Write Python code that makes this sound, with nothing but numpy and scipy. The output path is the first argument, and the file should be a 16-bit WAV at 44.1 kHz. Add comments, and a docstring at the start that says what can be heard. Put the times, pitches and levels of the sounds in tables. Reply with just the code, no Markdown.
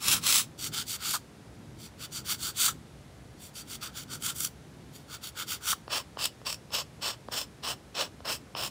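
"""Filing a long plastic nail

A hand file rasps a nail in a quiet, humming room: strokes along one edge, then the other edge, then
the flat of the file over the nail's root, landing with small taps. The grit's many tiny blows make
file and nail ring. Now and then the file slips off the nail's tip, which springs back with a flick."""
import sys
import numpy as np
from scipy import signal
from scipy.fft import rfft, irfft, next_fast_len
from scipy.io import wavfile
from scipy.ndimage import map_coordinates

SR = 44100
rng = np.random.default_rng(int(sys.argv[2]) if len(sys.argv) > 2 else 0)


def log_audio(samples):
    """Write samples as a 16-bit WAV file to the path given in sys.argv[1]."""
    # one column per channel
    frames = np.atleast_2d(samples).T
    # limit to full scale, then quantise
    limited = np.clip(frames, -1, 1)
    pcm = np.round(limited * 32767).astype(np.int16)
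    wavfile.write(sys.argv[1], SR, pcm)


N = 383669

# Modes (ringing tones) of the file lying flat on the nail's root; the last row is a thin, high
# microphone peak: (pitch [Hz], width [Hz], level [dB])
ROOT_MODES = [(278, 340, -24), (580, 290, -5), (1074, 510, -0.5), (1580, 2400, -6.5), (2690, 420, 4),
              (3034, 340, 5), (3440, 560, 2), (4080, 770, -0.5), (4680, 640, 0.5), (5270, 490, 6),
              (6360, 790, -12.5), (7700, 2500, -7.5), (9400, 1200, -35), (9770, 1000, -12),
              (10900, 680, -12.5), (12260, 2100, -12.5), (14800, 1100, -5.5), (15600, 500, -14)]
# The file slips off the tip:
# (time [s], level [dB], length [s], tip pitch [Hz], dip in the grit just before [dB])
FLICKS = [(1.135, -36, 0.04, 1120, -4.5), (2.68, -34, 0.015, 1240, -2), (5.728, -28, 0.0083, 1220, -2.5)]


def amp(db):
    """Turn decibels into a factor to multiply by."""
    return 10 ** (np.asarray(db) / 20)


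def unit(x):
    """Scale a sound to an average power of one."""
    return x / np.sqrt(np.mean(x ** 2) + 1e-20)


def along(points, hz):
    """Read between (frequency, value) points on a log frequency axis."""
    freqs, values = np.transpose(points)
    return np.interp(np.log(hz + 1), np.log(freqs + 1), values)


def wobble(rate):
    """A smooth random curve through `rate` points a second."""
    return map_coordinates(rng.standard_normal(int(N * rate / SR) + 4), [np.arange(N) * rate / SR])


def filtered(x, response):
    """Scale each frequency of x by response(hz)."""
    size = next_fast_len(N + SR // 2)
    return irfft(rfft(x, size) * response(np.fft.rfftfreq(size, 1 / SR)), size)[..., :N]


def ringing(modes, scatter_db, hz):
    """How fading modes answer a blow; where the file touches changes each one's strength."""
    power = sum(amp(2 * (db + scatter_db * rng.standard_normal()))
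                / (1 + (2 * (hz - pitch) / width) ** 2) ** 2 for pitch, width, db in modes)
    radiated = hz ** 4 / (hz ** 4 + 180 ** 4)  # a small object moves little air in the bass
    cepstrum = irfft(np.log(power * radiated + 1e-9) / 2)
    half = len(hz) - 1
    cepstrum[1:half] *= 2  # this fold puts the ringing after the blow, never before
    cepstrum[half + 1:] = 0
    return np.exp(rfft(cepstrum))


def bands(response, hz):
    """Cut a response into low, middle, upper and top bands of equal power."""
    below = [1 / (1 + (hz / (edge_hz + 1)) ** 24) for edge_hz in (0, 1900, 5900, 9000, 16000)]
    pieces = np.diff(below, axis=0) * response
    return pieces / np.sqrt(np.mean(np.abs(pieces) ** 2, axis=1, keepdims=True))


def room_tone():
    """The room hums: a deep and a higher rumble waver under a smooth hiss."""
    # Loudness of the higher rumble, before its waver: (time [s], level [dB])
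    hum_levels = [(0.0, -55), (0.09, -43.5), (0.58, -53.5), (0.63, -47.5), (1.04, -54), (1.09, -47),
                  (1.16, -53.5), (1.87, -48), (1.89, -57), (1.99, -47), (2.06, -51.5), (2.23, -48),
                  (3.03, -55.5), (3.17, -51.5), (3.51, -55.5), (4.26, -49.5), (4.72, -53.5), (8.7, -53.5)]
    # Tone of the rumble: (frequency [Hz], relative level [dB])
    rumble_shape = [(15, -70), (25, -59), (40, -24), (57, 0.5), (71, -0.5), (96, -2.5), (128, -2),
                    (153, -3), (172, -8), (202, -7), (317, -11), (442, -19.5), (600, -30.5), (780, -72),
                    (1320, -120)]
    # Tone of the hiss: (frequency [Hz], relative level [dB])
    hiss_shape = [(240, -22), (400, -1.5), (763, -6.5), (1230, -11), (1290, -10), (1810, -12.5),
                  (2530, -15), (3140, -16.5), (3390, -16), (10300, -23.5), (15800, -37)]

    def noise(shape, share):
        return unit(filtered(rng.standard_normal(N), lambda hz: amp(along(shape, hz)) * share(hz) ** .5))

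    upper_share = lambda hz: hz ** 6 / (hz ** 6 + 105 ** 6)
    deep = noise(rumble_shape, lambda hz: 1 - upper_share(hz))
    upper = noise(rumble_shape, upper_share)
    hiss = noise(hiss_shape, lambda hz: 1)
    upper_db = np.interp(np.arange(N) / SR, *np.transpose(hum_levels)) + 1.5 * wobble(7.3)
    deep_db = -59 + 1.5 * wobble(7.7)
    return amp(deep_db) * deep + amp(upper_db) * upper + amp(-57) * hiss


def wall_echo(x):
    """The walls answer a sound; each frequency dies away at its own speed."""
    # How long the room rings: (frequency [Hz], time to fade by 60 dB [s])
    fade_times = [(500, 0.048), (3000, 0.2), (12000, 0.16)]
    hz, t, noise = signal.stft(rng.standard_normal(SR // 2), SR, nperseg=256)
    tail = signal.istft(noise * amp(-60 * t / along(fade_times, hz)[:, None]), SR, nperseg=256)[1]
    return signal.fftconvolve(np.pad(x, (200, 0)), tail / np.linalg.norm(tail))[:N]


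def near_echoes(hz, level_db, fade_s):
    """Direct sound plus weak, bright echoes off fingers and desk, new for each position of the hands."""
    t = np.arange(SR // 50) / SR
    spray = amp(-60 * t / fade_s) * rng.standard_normal(len(t))
    bright = hz ** 2 / (hz ** 2 + 5000 ** 2)
    return 1 + amp(level_db) * bright * rfft(spray / np.linalg.norm(spray), 2 * len(hz) - 2)


def taps():
    """The flat file lands: a soft push knocks its low modes and the contact chatters in the middle ones."""
    # Landings on the nail: (time [s], relative level [dB], change to the knock alone [dB])
    landings = [(5.879, -36, 2.5), (6.1708, -36, 5), (6.4153, -51, 7), (6.7048, -34, -11),
                (7.2851, -40.5, 9), (8.2038, -43, 0), (8.5504, -25.5, -4)]
    out, size, lead = np.zeros(N + SR), 2048, 64
    hz, t = np.fft.rfftfreq(size, 1 / SR), np.arange(size) / SR
    delay = np.exp(-2j * np.pi * hz * lead / SR)
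    for time, db, knock_db in landings:
        low, middle = bands(ringing(ROOT_MODES, scatter_db=2.5, hz=hz), hz)[:2]
        knock = low / (1 + 1j * hz / 800) ** 2
        knock *= np.exp(-2j * np.pi * hz * 0.0014)  # the body follows the first touch
        burst = amp(-10.5 - 60 * t / 0.012) * rng.standard_normal(size)
        chatter = middle * rfft(burst) / (1 + 1j * hz / 4500)
        tap = amp(db + 7.5) * (amp(knock_db + 19) * knock + chatter)
        out[round(time * SR) - lead:][:size] += irfft(delay * tap)
    return out[:N]


def flicks():
    """The freed nail tip springs back at once and shudders briefly at its own low pitch."""
    tip_width_hz, floor_hz = 520, 750
    out, size = np.zeros(N + SR), 4096
    hz, t = np.fft.rfftfreq(size, 1 / SR), np.arange(size) / SR
    radiated = (1j * hz / (floor_hz + 1j * hz)) ** 3  # the thin tip moves little air in the bass
    for time, db, length, tip_hz, _ in FLICKS:
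        shake = rng.standard_normal(size) * np.clip(3 * (1 - t / length), 0, 1)
        tip = bands(ringing([(tip_hz, tip_width_hz, 0)], scatter_db=0, hz=hz), hz)[0]
        shudder = irfft(rfft(shake) * tip * radiated)
        out[int(time * SR):][:size] += amp(db) * unit(shudder) * (length * SR / size) ** .5
    return out[:N]


def grit(grains_per_s, spread_db, swell_db, clump_db, bite_s, slack_s):
    """The force of grains striking at random: a few are big, and they bunch where the grit grips harder."""
    # The grit bites for a moment: (time [s], change in force [dB])
    bites = [(.084, 7), (.117, 1), (.133, -0.5), (.269, 3), (.326, 5), (.354, -1), (.373, -1), (0.643, 6),
             (.917, 3), (1.112, 4), (2.649, -2), (2.665, -0.5), (5.424, -2), (5.687, 6.5), (4.036, 10),
             (4.224, 11.5), (4.264, 4.5), (4.305, 5), (4.407, 10.5), (4.433, 3), (4.45, 9), (4.474, 11.5),
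             (5.099, 4), (5.982, 3), (6.257, 8), (6.469, 6.5), (6.503, 4), (6.528, 10.5), (6.544, 10),
             (7.415, 6), (7.678, 3), (7.966, 0), (8.016, 1), (8.636, 6), (8.664, 5.5), (8.677, 7)]
    t = np.arange(N) / SR
    strikes = rng.random(N) < grains_per_s / SR
    sizes = amp(spread_db * rng.exponential(size=N)) * rng.standard_normal(N)
    bunching = amp(swell_db * wobble(45) + clump_db * wobble(220))
    force = unit(strikes * sizes * bunching)
    for time, db in bites:
        near = slice(int((time - .01) * SR), int((time + .01) * SR))
        force[near] *= amp(db * np.exp(-((t[near] - time) / bite_s) ** 2))
    for time, *_, slack_db in FLICKS:
        force[int((time - slack_s) * SR):int(time * SR)] *= amp(slack_db)
    return force


def filing(force):
    """Stroke by stroke, the grit rings file and nail; a faster file is louder and brighter."""
    # Modes of file and nail along each edge; the last row of each table is a thin, high
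    # microphone peak: (pitch [Hz], width [Hz], level [dB])
    first_edge_modes = [(244, 81, -12), (790, 260, -30), (1265, 590, 17), (2060, 490, -6), (2630, 750, 7.5),
                        (3270, 490, 8.5), (3950, 1600, 8.5), (5270, 660, 7), (5900, 1100, 5.5),
                        (6980, 700, -2), (7670, 860, 5), (8700, 830, -1.5), (9850, 1500, -1.5),
                        (11600, 1500, -3.5), (13800, 1500, -5), (15800, 660, 5)]
    other_edge_modes = [(886, 200, 3), (1390, 380, 17), (2170, 270, 6.5), (2700, 1440, 7),
                        (3140, 360, 12.5), (3490, 750, 14.5), (4540, 510, 17.5), (4960, 760, 7.5),
                        (5660, 840, 8.5), (6910, 1100, 2.5), (7890, 2100, 2.5), (8750, 490, -5.5),
                        (9460, 480, -4.5), (10240, 660, -4.5), (11200, 1500, -6), (12150, 1600, -9.5),
                        (13500, 1500, -5.5), (15200, 1000, -8.5), (15160, 560, 0)]
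    # Strokes of the file: (start [s], rise [s], hold [s], fall [s], rasp level [dB],
    # swell over the hold [dB], low band [dB], upper band [dB], top band [dB], low drift [dB],
    # treble drift [dB]). Bands count from the rasp level; a drift is the change from start to end.
    strokes = [(-0.02, 0.055, 0.097, 0.084, -37.5, 12.0, -8.4, -2.5, -1.8, 0, 3),
               (0.192, 0.098, 0.095, 0.081, -26.0, -1.5, -12, -1.2, -1.5, -3, 4),
               (0.568, 0.028, 0.072, 0.036, -45.5, 8, -11.9, -1, -3, 11.6, 4.5),
               (0.707, 0.034, 0.076, 0.038, -37.5, 1.1, -9, -4.5, -5.9, -4, 0),
               (0.841, 0.056, 0.065, 0.017, -38, -0.5, -14.5, -0.8, -2, 19, -1.3),
               (0.961, 0.095, 0.094, 0.043, -35.5, 0, -9.7, -2.6, -3.5, -9, 9),
               (1.74, 0.065, 0.054, 0.047, -57.1, 9, -15, -3.5, -5, 6.3, -4.1),
               (1.967, 0.048, 0.038, 0.029, -43.5, -1.3, -8, -4, -5.5, 1.2, -0.7),
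               (2.1, 0.03, 0.046, 0.06, -42.6, 3, -11, -1.5, -5.0, 9, 0),
               (2.233, 0.026, 0.064, 0.057, -43, 10.5, -9, -3.5, -2.5, -1, 4),
               (2.358, 0.071, 0.061, 0.051, -37, -2.4, -9.5, -1.5, -2.9, 11, -1),
               (2.527, 0.081, 0.055, 0.076, -30, 2, -10, 0.5, -1, 14, 4),
               (3.348, 0.081, 0.042, 0.051, -53, -1, -14.2, -0.5, -1, -9.9, 7),
               (3.519, 0.044, 0.045, 0.041, -48.5, 2, -12.5, -1.5, -3, 6.3, 1.8),
               (3.633, 0.1, 0.024, 0.025, -42.5, -2.5, -11, -2, -2, -5.8, -2.4),
               (3.793, 0.045, 0.031, 0.053, -39, -5, -3.5, -5.5, -6.5, 10, -1.8),
               (3.908, 0.069, 0.055, 0.023, -42, -11.5, -7.2, -2.5, -4, -8, 1),
               (4.059, 0.068, 0.023, 0.05, -42.5, -3.5, -4, -1.5, -4.6, 0.9, 9.9),
               (4.183, 0.081, 0.047, 0.042, -36, -7.5, -7.5, 0.5, -0.2, 13.2, -6),
               (4.33, 0.033, 0.076, 0.065, -48.5, 8.5, -10, 3.1, 4.5, -4.3, -2),
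               (4.889, 0.073, 0.028, 0.12, -53.5, -8.9, -12, -3, -2.7, 6.8, -6.0),
               (5.062, 0.05, 0.041, 0.034, -48, 5.5, -4.5, -4.5, -6, -2.2, 0),
               (5.195, 0.046, 0.049, 0.029, -43.5, -2.8, -11, -5.5, -4, -8.0, 2),
               (5.331, 0.06, 0.025, 0.051, -39.5, 2.2, -2.9, -4.5, -4.5, -4, 0),
               (5.452, 0.044, 0.031, 0.074, -39, 3.5, -8.5, -3, -2, 1, -1),
               (5.593, 0.085, 0.044, 0.032, -35, 4.5, -5, -0.9, -0.7, -4.5, 0),
               (5.883, 0.048, 0.049, 0.056, -31.5, -2.2, -4.5, -7.5, -10, -1.0, 10),
               (6.162, 0.043, 0.038, 0.065, -35.5, 4, -10, -6.5, -9, -19, 9.1),
               (6.444, 0.023, 0.063, 0.051, -33.5, -8, -9, -5, -8.5, -7, 11),
               (6.705, 0.039, 0.046, 0.058, -31, -1, -7.5, -6.5, -10.5, -2, 1),
               (7.001, 0.031, 0.057, 0.083, -36.5, 3, -6, -7, -12, 0, 3),
               (7.302, 0.023, 0.062, 0.081, -38.5, 5, -7.5, -5, -8, -10, 6),
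               (7.618, 0.022, 0.067, 0.056, -37, 3.5, -4, -7.5, -11.5, 1.0, 11),
               (7.938, 0.015, 0.064, 0.076, -39.5, 7.5, -4, -8, -14.5, 3, 10),
               (8.24, 0.017, 0.069, 0.073, -39, 5.5, -6, -6.5, -8, -15.0, 14),
               (8.552, 0.015, 0.084, 0.058, -38.5, 2.9, -4.5, -8.5, -9, -7.0, 13.7)]
    other_edge_s, root_s = .52, 5.84  # the hand changes its grip
    speed_powers = (1.6, 2.01, 2.2, 2.3)  # how steeply each band, low to top, grows with speed
    nail_hz, note_fade_db_per_s, deepen_db_per_s = 4500, 1.1, 2.5
    out, size = np.zeros(N + SR), 2 ** 14
    hz = np.fft.rfftfreq(size, 1 / SR)
    for start, rise, hold, fall, rasp_db, swell_db, low_db, upper_db, top_db, *drifts_db in strokes:
        if start < other_edge_s:
            modes, grip_start = first_edge_modes, 0
        elif start < root_s:
            modes, grip_start = other_edge_modes, other_edge_s
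        else:
            modes, grip_start = ROOT_MODES, root_s
        end = start + rise + hold + fall
        first = max(0, int(start * SR))
        grains = force[first:int(end * SR)]
        t = (first + np.arange(len(grains))) / SR
        speed = np.clip(np.minimum((t - start) / rise, (end - t) / fall), 0, 1)
        press_db = rasp_db + swell_db * np.clip((t - start - rise) / hold, 0, 1)
        low_drift, treble_drift = np.outer(drifts_db, (t - start) / (end - start) - .5)
        bands_db = (low_db + low_drift, 0, upper_db + treble_drift, top_db + treble_drift)
        levels = [amp(press_db + db) * speed ** power for db, power in zip(bands_db, speed_powers)]

        damping = amp(0.1 * (press_db.max() + 37))  # pressing harder shortens the ringing
        # The nail's own note stands out under a light touch and weakens as a grip goes on.
        note_db = 4.5 - note_fade_db_per_s * (start - grip_start) - 0.21 * (press_db.max() + 44.5)
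        # The lowest modes grow as the flat file works along the root.
        deep_db = deepen_db_per_s * max(0, start - root_s)
        wander = .01 * (start > root_s)  # each root stroke meets a new spot, shifting the pitches
        touched = [(pitch * (1 + wander * rng.standard_normal()), width * damping,
                    db + note_db * (abs(pitch - nail_hz) < 250) + deep_db * (pitch < 800))
                   for pitch, width, db in modes]
        response = ringing(touched, scatter_db=1.2, hz=hz) * near_echoes(hz, level_db=-6, fade_s=0.044)
        rasp_bands = rfft(levels * grains, size) * bands(response, hz)
        out[first:first + size] += irfft(rasp_bands.sum(axis=0))
    return out[:N]


def scene():
    """Taps, flicks and filing with their echo, over the room's hum, in one channel."""
    force = grit(grains_per_s=18000, spread_db=1.25, swell_db=1.05, clump_db=1.17,
                 bite_s=0.0022, slack_s=.014)
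    nail = taps() + flicks() + filing(force)
    return (nail + amp(-18.5) * wall_echo(nail) + room_tone())[None]


def record(dry):
    """The sound is cut off steeply above about 15.8 kHz."""
    top_hz = 15790
    return filtered(dry, lambda hz: 1 / (1 + np.exp(np.clip((hz - top_hz) / 22, -50, 50))))


dry = scene()
out = record(dry)
log_audio(out)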